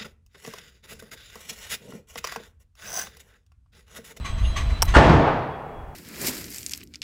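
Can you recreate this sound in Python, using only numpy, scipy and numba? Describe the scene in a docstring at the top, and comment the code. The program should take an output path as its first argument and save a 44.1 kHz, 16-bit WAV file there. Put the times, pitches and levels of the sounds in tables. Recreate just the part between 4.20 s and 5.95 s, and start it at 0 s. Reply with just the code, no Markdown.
"""Air buffets the microphone over ventilation noise and thin high whines, in an indoor shooting range.
Metal gear clacks in other lanes, something squeaks and rustles faintly, and a catch snaps close by.
Then a shot from the next lane: a crack bent round the partition, a deep pressure wave, the boom of the
hall, returns from its far end and a long tail. The recorder's gain control ducks and recovers slowly."""
import sys
import numpy as np
from scipy import signal
from scipy.fft import rfft, irfft
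from scipy.io import wavfile
from numba import njit

SR = 44100
rng = np.random.default_rng(int(sys.argv[2]) if len(sys.argv) > 2 else 0)


def store_wav(level_fs):
    """Save 16-bit WAV to argv[1]."""
    pcm = np.round(np.clip(np.atleast_2d(level_fs), -1, 1) * 32767)
    wavfile.write(sys.argv[1], SR, pcm.T.astype(np.int16))


N = 77175

# Levels in a colour or a set of resonances are relative: they only shape a noise.
# ventilation heard across the hall (frequency [Hz], level [dB])
VENT_COLOUR = [(60, 14.5), (200, -0.5), (400, -3), (650, -5.5), (900, -3.5), (1200, -4.5), (1700, -8.5),
               (3200, -10.5), (5000, -21), (8000, -28), (10500, -36), (16000, -61)]
# resonances of its ducts (frequency [Hz], width [Hz], level [dB])
DUCT_RINGS = [(655, 40, 2), (1196, 26, -6.5), (2050, 37, -5)]
# gusts of draught right on the microphone (time [s], level [dB])
BUFFET_GUSTS = [(0, -27.5), (.1, -28.5), (.23, -21.5), (.35, -26.5), (.5, -19.5), (.58, -25.5),
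                (.68, -20.5), (.74, -19), (1.4, -42), (1.58, -27.5), (1.65, -26.5), (1.75, -26)]
# their rumble (frequency [Hz], level [dB])
BUFFET_COLOUR = [(10, -9), (25, -1.5), (50, 2), (85, -2.5), (130, -17), (200, -21), (400, -43), (1000, -69)]

# course of the main whine (time [s], level [dB])
WHINE_LEVEL = [(0, -57.5), (.076, -47), (.144, -59), (.208, -49.5), (.236, -69), (.276, -48.5),
               (.338, -48.5), (.382, -51), (.494, -53.5), (.564, -43.5), (.608, -56.5), (.69, -45.5),
               (.74, -63), (.9, -81)]
# swells of its octave (time [s], relative level [dB])
OCTAVE_SWELL = [(0, 7), (.06, 3), (.14, 13.5), (.2, -1), (.29, 2), (.36, 10), (.6, -2.5), (.9, -9.5)]
# swells of a lower whine that comes up late (time [s], relative level [dB])
LATE_WHINE_SWELL = [(0, -18), (1.2, -6), (1.34, 15.5), (1.42, 1), (1.5, 2), (1.59, 8.5), (1.66, -3)]
# course of a thin note around the squeak (time [s], level [dB])
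THIN_NOTE_LEVEL = [(0, -77), (.11, -50.5), (.22, -58), (.29, -63), (.35, -45), (.41, -51), (.6, -80)]
# resonances of the rustle (frequency [Hz], width [Hz], level [dB])
RUSTLE_RINGS = [(2820, 160, 2), (3480, 450, -7)]

# gear knocked in other lanes (time [s], level [dB], t60 [s])
CLACKS = [(0.042, -32, 0.22), (.081, -43, 0.18), (.17, -44, 0.75), (0.357, -26.5, 0.18), (.371, -38, 0.12),
          (.392, -39, 0.33), (.49, -41, 0.17), (0.673, -32, 0.33), (0.69, -39, 0.11)]
# its ring, smeared by the hall (frequency [Hz], width [Hz], level [dB])
CLACK_RINGS = [(1114, 41, 6.5), (1956, 66, 1), (2350, 290, -6.5), (2980, 150, -18), (6270, 200, -7),
               (8040, 200, -14.5)]
# its broad clatter (frequency [Hz], level [dB])
CLACK_COLOUR = [(300, -21.5), (900, -2.5), (1200, -0.5), (3300, -1.5), (5000, -10.5), (8300, -15.5),
                (10500, -24), (14500, -30), (16000, -40)]
# modes of the metal (frequency [Hz], relative level [dB], t60 [s])
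CLACK_MODES = [(1127, -10, 0.058), (1165, -9, .2), (1940, -8.5, .12), (2059, -13, 0.27)]

# contacts of the catch near the microphone (time [s], click level [dB], knock level [dB])
CATCH_CONTACTS = [(.6209, -10, -55), (0.623, -20.5, -34), (.6256, -8.5, -30), (0.6304, -18.5, -16.5),
                  (0.653, -31, -58), (0.6572, -32, -60)]
# click of one contact (frequency [Hz], level [dB])
CATCH_CLICK_COLOUR = [(200, -17), (1000, -1), (2300, -11.5), (3130, -4.5), (4120, -19), (5500, 4),
                      (6100, -1.5), (6880, -16), (7800, -4), (9400, -7.5), (10600, -20.5), (11600, -8),
                      (13400, -8), (16000, -19)]
# faint ring after it (frequency [Hz], level [dB])
CATCH_RING_COLOUR = [(500, -12), (3000, -5.5), (6000, -3.5), (7500, -13), (9500, 4), (10800, -3),
                     (12000, 5), (15500, -3)]
# modes of the catch's body (frequency [Hz], relative level [dB], t60 [s])
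CATCH_MODES = [(894, -2.5, 0.037), (1250, -14, .02), (426, -12, 0.0125)]

# dull return from the far wall (frequency [Hz], level [dB])
FAR_WALL_COLOUR = [(40, -14), (150, -8.5), (400, -0.5), (800, 2.5), (1500, -6), (3000, -21), (5000, -37),
                   (8000, -54), (16000, -74)]
# tail that lingers down range (frequency [Hz], level [dB])
TAIL_COLOUR = [(40, -8), (150, 8), (200, -3.5), (270, -2.5), (500, 1), (800, 3.5), (1500, -8.5),
               (2800, -22), (4500, -49.5), (9000, -72)]
# the hall's longest-lived resonances (frequency [Hz], width [Hz], level [dB])
TAIL_RINGS = [(251, 14, 2.5), (441, 26, 1.5), (787, 73, -0.5)]
# the boom and its returns at the microphone
# (time [s], level [dB], rise [s], tilt about 500 Hz [dB/octave], bass cut [Hz])
BOOM_ARRIVALS = [(0.763, 5.5, 0.0047, 0.18, 30), (.838, -0.5, 0.007, -1.5, 300),
                 (0.893, 3, 0.0044, -1.5, 130), (.935, -3.5, 0.01, -3.7, 40)]
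# broad body of the boom (frequency [Hz], level [dB])
BOOM_COLOUR = [(20, -12), (40, -4.5), (65, 2.5), (110, -0.5), (160, -3), (300, -3), (420, -4), (700, -10.5),
               (1000, -7.5), (1600, -13.5), (2500, -20), (4000, -28.5), (6400, -36.5), (9000, -45.5),
               (11500, -56), (16000, -73)]
# hall resonances that stand out in it (frequency [Hz], width [Hz], level [dB])
HALL_RINGS = [(152, 8.9, 0), (244.8, 3.9, -4.5), (301, 10, -8.5), (331.4, 5.3, -3.5), (436.5, 4, -2.5),
              (541, 8, -9), (676, 66, -6.5), (873, 82, -9), (1044, 10, -12), (1380, 12, -17),
              (1460, 11.6, -16), (1785, 35, -14)]
# reverberation time of the hall (frequency [Hz], t60 [s])
HALL_T60 = [(50, 0.56), (150, 0.66), (400, 0.68), (800, 1), (1600, 0.65), (3500, 0.97), (7000, 0.62),
            (13000, 0.43)]
# the pressure wave and its returns (time [s], level [dB], hall note [Hz], t60 [s])
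THUMPS = [(.764, 9, 62.3, 0.16), (.787, -8, 303, 0.26), (0.852, 5, 60.5, 0.31), (.893, 3, 154.3, 0.31),
          (.897, -1.5, 224.7, 0.26)]
# the crack's arrivals round the partition (time [s], relative level [dB])
CRACK_ARRIVALS = [(0.738, -6.5), (0.748, 1.5)]
# its resonances (frequency [Hz], width [Hz], level [dB])
CRACK_RINGS = [(1100, 210, -8.5), (1408, 43, 5), (1720, 200, -7), (2843, 150, -10.5), (3365, 97, -14),
               (4344, 84, -16.5)]
# its broad part (frequency [Hz], level [dB])
CRACK_COLOUR = [(200, -3.5), (700, -2), (1500, 0.5), (3000, -21), (5500, -21.5), (9200, -25), (10500, -45),
                (16000, -57)]


def undb(db):
    """Decibels to gain."""
    return 10 ** (np.asarray(db) / 20)


def unit(x):
    """Scaled to rms 1."""
    return x / np.sqrt(np.mean(x ** 2))


def times():
    """Time of each sample, in seconds."""
    return np.arange(N) / SR


def freqs():
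    """Frequency of each spectral bin, at least 1 Hz."""
    return np.maximum(np.fft.rfftfreq(N, 1 / SR), 1)


def at_hz(points, hz):
    """Reads (frequency [Hz], value) points on a log-frequency axis."""
    point_hz, values = np.array(points).T
    return np.interp(np.log(hz), np.log(point_hz), values)


def fader(points):
    """Gain at each sample from (time [s], level [dB]) points."""
    return undb(np.interp(times(), *np.array(points).T))


def noise(gain):
    """Noise of rms 1, its spectrum shaped by a gain for each bin."""
    phases = np.exp(2j * np.pi * rng.random(N // 2 + 1))
    return unit(irfft(gain * phases, N))


def coloured(points):
    """Noise of rms 1 shaped by (frequency [Hz], level [dB]) points."""
    return noise(undb(at_hz(points, freqs())))


def ringing(rings):
    """Noise of rms 1 with resonant peaks, as if excited by dense reflections."""
    f = freqs()
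    power = sum(undb(db) ** 2 / (1 + ((f * f - hz * hz) / (f * width)) ** 2 / 2) ** 2
                for hz, width, db in rings)
    return noise(np.sqrt(power))


def strike(start, rise, t60, hold=0):
    """Envelope with a linear rise, a hold and a fall of 60 dB per t60; all in seconds."""
    age = times() - start
    decay = np.exp(-np.log(1000) * np.maximum(age - rise - hold, 0) / t60)
    return np.clip(age / rise, 0, 1) * decay


def mode(hz, start, rise, t60):
    """A struck resonance: a decaying sine."""
    return np.sin(2 * np.pi * hz * (times() - start)) * strike(start, rise, t60)


def tone(hz, waver_hz, harmonics_db=(0,)):
    """Harmonics of a slightly unsteady pitch."""
    waver = noise(1 / (1 + (freqs() / 40) ** 2))
    phase = 2 * np.pi * np.cumsum(hz + waver_hz * waver) / SR
    return np.sqrt(2) * sum(undb(db) * np.sin(k * phase) for k, db in enumerate(harmonics_db, 1))


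def bands(x, count=19, lowest_hz=32):
    """Splits a sound into overlapping half-octave bands: (centre [Hz], band)."""
    spectrum = rfft(x)
    place = np.clip(2 * np.log2(freqs() / lowest_hz), 0, count - 1)
    for k in range(count):
        triangle = np.maximum(1 - abs(place - k), 0)
        yield lowest_hz * 2 ** (k / 2), irfft(spectrum * triangle, N)


def ventilation():
    """Room tone: air rushes through ringing ducts, swelling briefly and then fading."""
    rush = undb(-34) * coloured(VENT_COLOUR)
    ducts = undb(-46.5) * ringing(DUCT_RINGS)
    peak_s, slope_db_per_s = 0.53, 12.5
    return (rush + ducts) * undb(-slope_db_per_s * abs(times() - peak_s))


def buffet():
    """The ventilation's draught hits the microphone in low, rumbling gusts."""
    return fader(BUFFET_GUSTS) * coloured(BUFFET_COLOUR)


def whines():
    """Four thin high tones swell and fade in the background."""
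    main_hz = 4002
    main = fader(WHINE_LEVEL) * tone(main_hz, waver_hz=4)
    octave = undb(-70) * fader(OCTAVE_SWELL) * tone(2 * main_hz, waver_hz=6)
    late = undb(-57.5) * fader(LATE_WHINE_SWELL) * tone(3340, waver_hz=3)
    thin = fader(THIN_NOTE_LEVEL) * tone(3256, waver_hz=2.6)
    return main + octave + late + thin


def squeak():
    """A short faint squeak whose pitch arches slightly."""
    centre_s, spread_s = 0.275, 0.032
    away = ((times() - centre_s) / spread_s) ** 2
    pitch_hz = 3230 - 6 * np.minimum(away, 2)
    return np.exp(-away / 2) * tone(pitch_hz, waver_hz=11, harmonics_db=[-52, -51.5, -56])


def rustle():
    """A brief dry rustle along with the squeak."""
    return undb(-36.5) * ringing(RUSTLE_RINGS) * strike(0.237, rise=0.017, t60=0.13)


def clacks():
    """Metal gear handled some lanes from the microphone: it rings briefly and the hall smears it."""
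    rise_s = 0.015
    clatter = unit(ringing(CLACK_RINGS) + undb(0.5) * coloured(CLACK_COLOUR))
    power = sum((undb(db) * strike(start, rise_s, t60)) ** 2 for start, db, t60 in CLACKS)
    out = clatter * np.sqrt(power)
    for start, db, _ in CLACKS:
        for hz, mode_db, t60 in CLACK_MODES:
            ring = np.sin(2 * np.pi * (hz * times() + rng.random()))
            out += undb(db + mode_db) * ring * strike(start, rise_s, t60)
    return out


def catch():
    """A catch snaps close to the microphone: a few hard contacts click and knock its body."""
    rise_s = 0.00027
    click = coloured(CATCH_CLICK_COLOUR)
    ring = undb(-38) * coloured(CATCH_RING_COLOUR)
    out = np.zeros(N)
    for start, click_db, knock_db in CATCH_CONTACTS:
        out += undb(click_db) * click * strike(start, rise_s, t60=0.0086)
        out += undb(click_db) * ring * strike(start, rise_s, t60=0.19)
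        for hz, mode_db, t60 in CATCH_MODES:
            out += undb(knock_db + mode_db) * mode(hz, start, rise_s, t60)
    return out


def far_wall():
    """The blast swells back from the far end of the range, dulled by the distance."""
    return undb(-4) * coloured(FAR_WALL_COLOUR) * strike(0.96, rise=0.12, t60=0.66)


def tail():
    """Reverberation builds from the first boom and lingers down range."""
    wash = coloured(TAIL_COLOUR) + undb(-8.5) * ringing(TAIL_RINGS)
    boom_s = BOOM_ARRIVALS[0][0]
    return undb(-4) * wash * strike(boom_s, rise=0.08, t60=1.92)


def boom():
    """The blast fills the hall and returns from its walls; each band dies at its own rate."""
    field = coloured(BOOM_COLOUR) + undb(-5) * ringing(HALL_RINGS)
    out = np.zeros(N)
    for hz, band in bands(field):
        octaves, t60 = np.log2(hz / 500), at_hz(HALL_T60, hz)
        power = np.zeros(N)  # diffuse arrivals add in power
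        for start, db, rise, tilt, cut_hz in BOOM_ARRIVALS:
            envelope = undb(db + tilt * octaves) * strike(start, rise, t60)
            power += envelope ** 2 / (1 + (cut_hz / hz) ** 4)
        out += band * np.sqrt(power)
    return out


def thump():
    """The blast's pressure wave and its returns, each booming at a low note of the hall."""
    return sum(undb(db) * mode(hz, start, rise=0.0089, t60=t60) for start, db, hz, t60 in THUMPS)


def crack():
    """The first, bright sound of the shot, one lane away, bent round the partition in two steps."""
    body = ringing(CRACK_RINGS) + undb(-4) * coloured(CRACK_COLOUR)
    power = sum((undb(db) * strike(start, rise=0.0038, t60=0.17, hold=0.014)) ** 2
                for start, db in CRACK_ARRIVALS)
    return undb(-13.5) * body * np.sqrt(power)


def scene():
    """One microphone in a lane: the shot next door, small sounds around it and the background."""
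    shot = crack() + thump() + boom() + tail() + far_wall()
    small_sounds = rustle() + clacks() + catch() + whines() + squeak()
    air = ventilation() + buffet()
    return (shot + small_sounds + air)[None]


@njit
def follow(x, attack_s, release_s):
    """The recorder's level follower, with one time constant going up and another going down."""
    out, level = np.empty(len(x)), 0.
    for i in range(len(x)):
        lag_s = attack_s if x[i] > level else release_s
        level += (x[i] - level) / (lag_s * SR)
        out[i] = level
    return out


def record(dry):
    """The recorder ducks under the shot, rounds the peaks, adds a little hiss and cuts the top."""
    threshold_db, ceiling, hiss_db, top_hz = -3.5, 1.1, -68.5, 15900
    level = follow(abs(dry[0]), attack_s=0.0021, release_s=1.5)
    ahead = np.maximum(level, np.roll(level, -(SR // 500)))  # looks 2 ms ahead
    ducked = dry / np.maximum(ahead / undb(threshold_db), 1)
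    rounded = ducked / (1 + (ducked / ceiling) ** 4) ** .25
    hiss = undb(hiss_db) * rng.standard_normal(N)
    lowpass = signal.ellip(8, .2, 70, top_hz, fs=SR, output="sos")
    return signal.sosfilt(lowpass, rounded + hiss)


dry = scene()
out = record(dry)
store_wav(out)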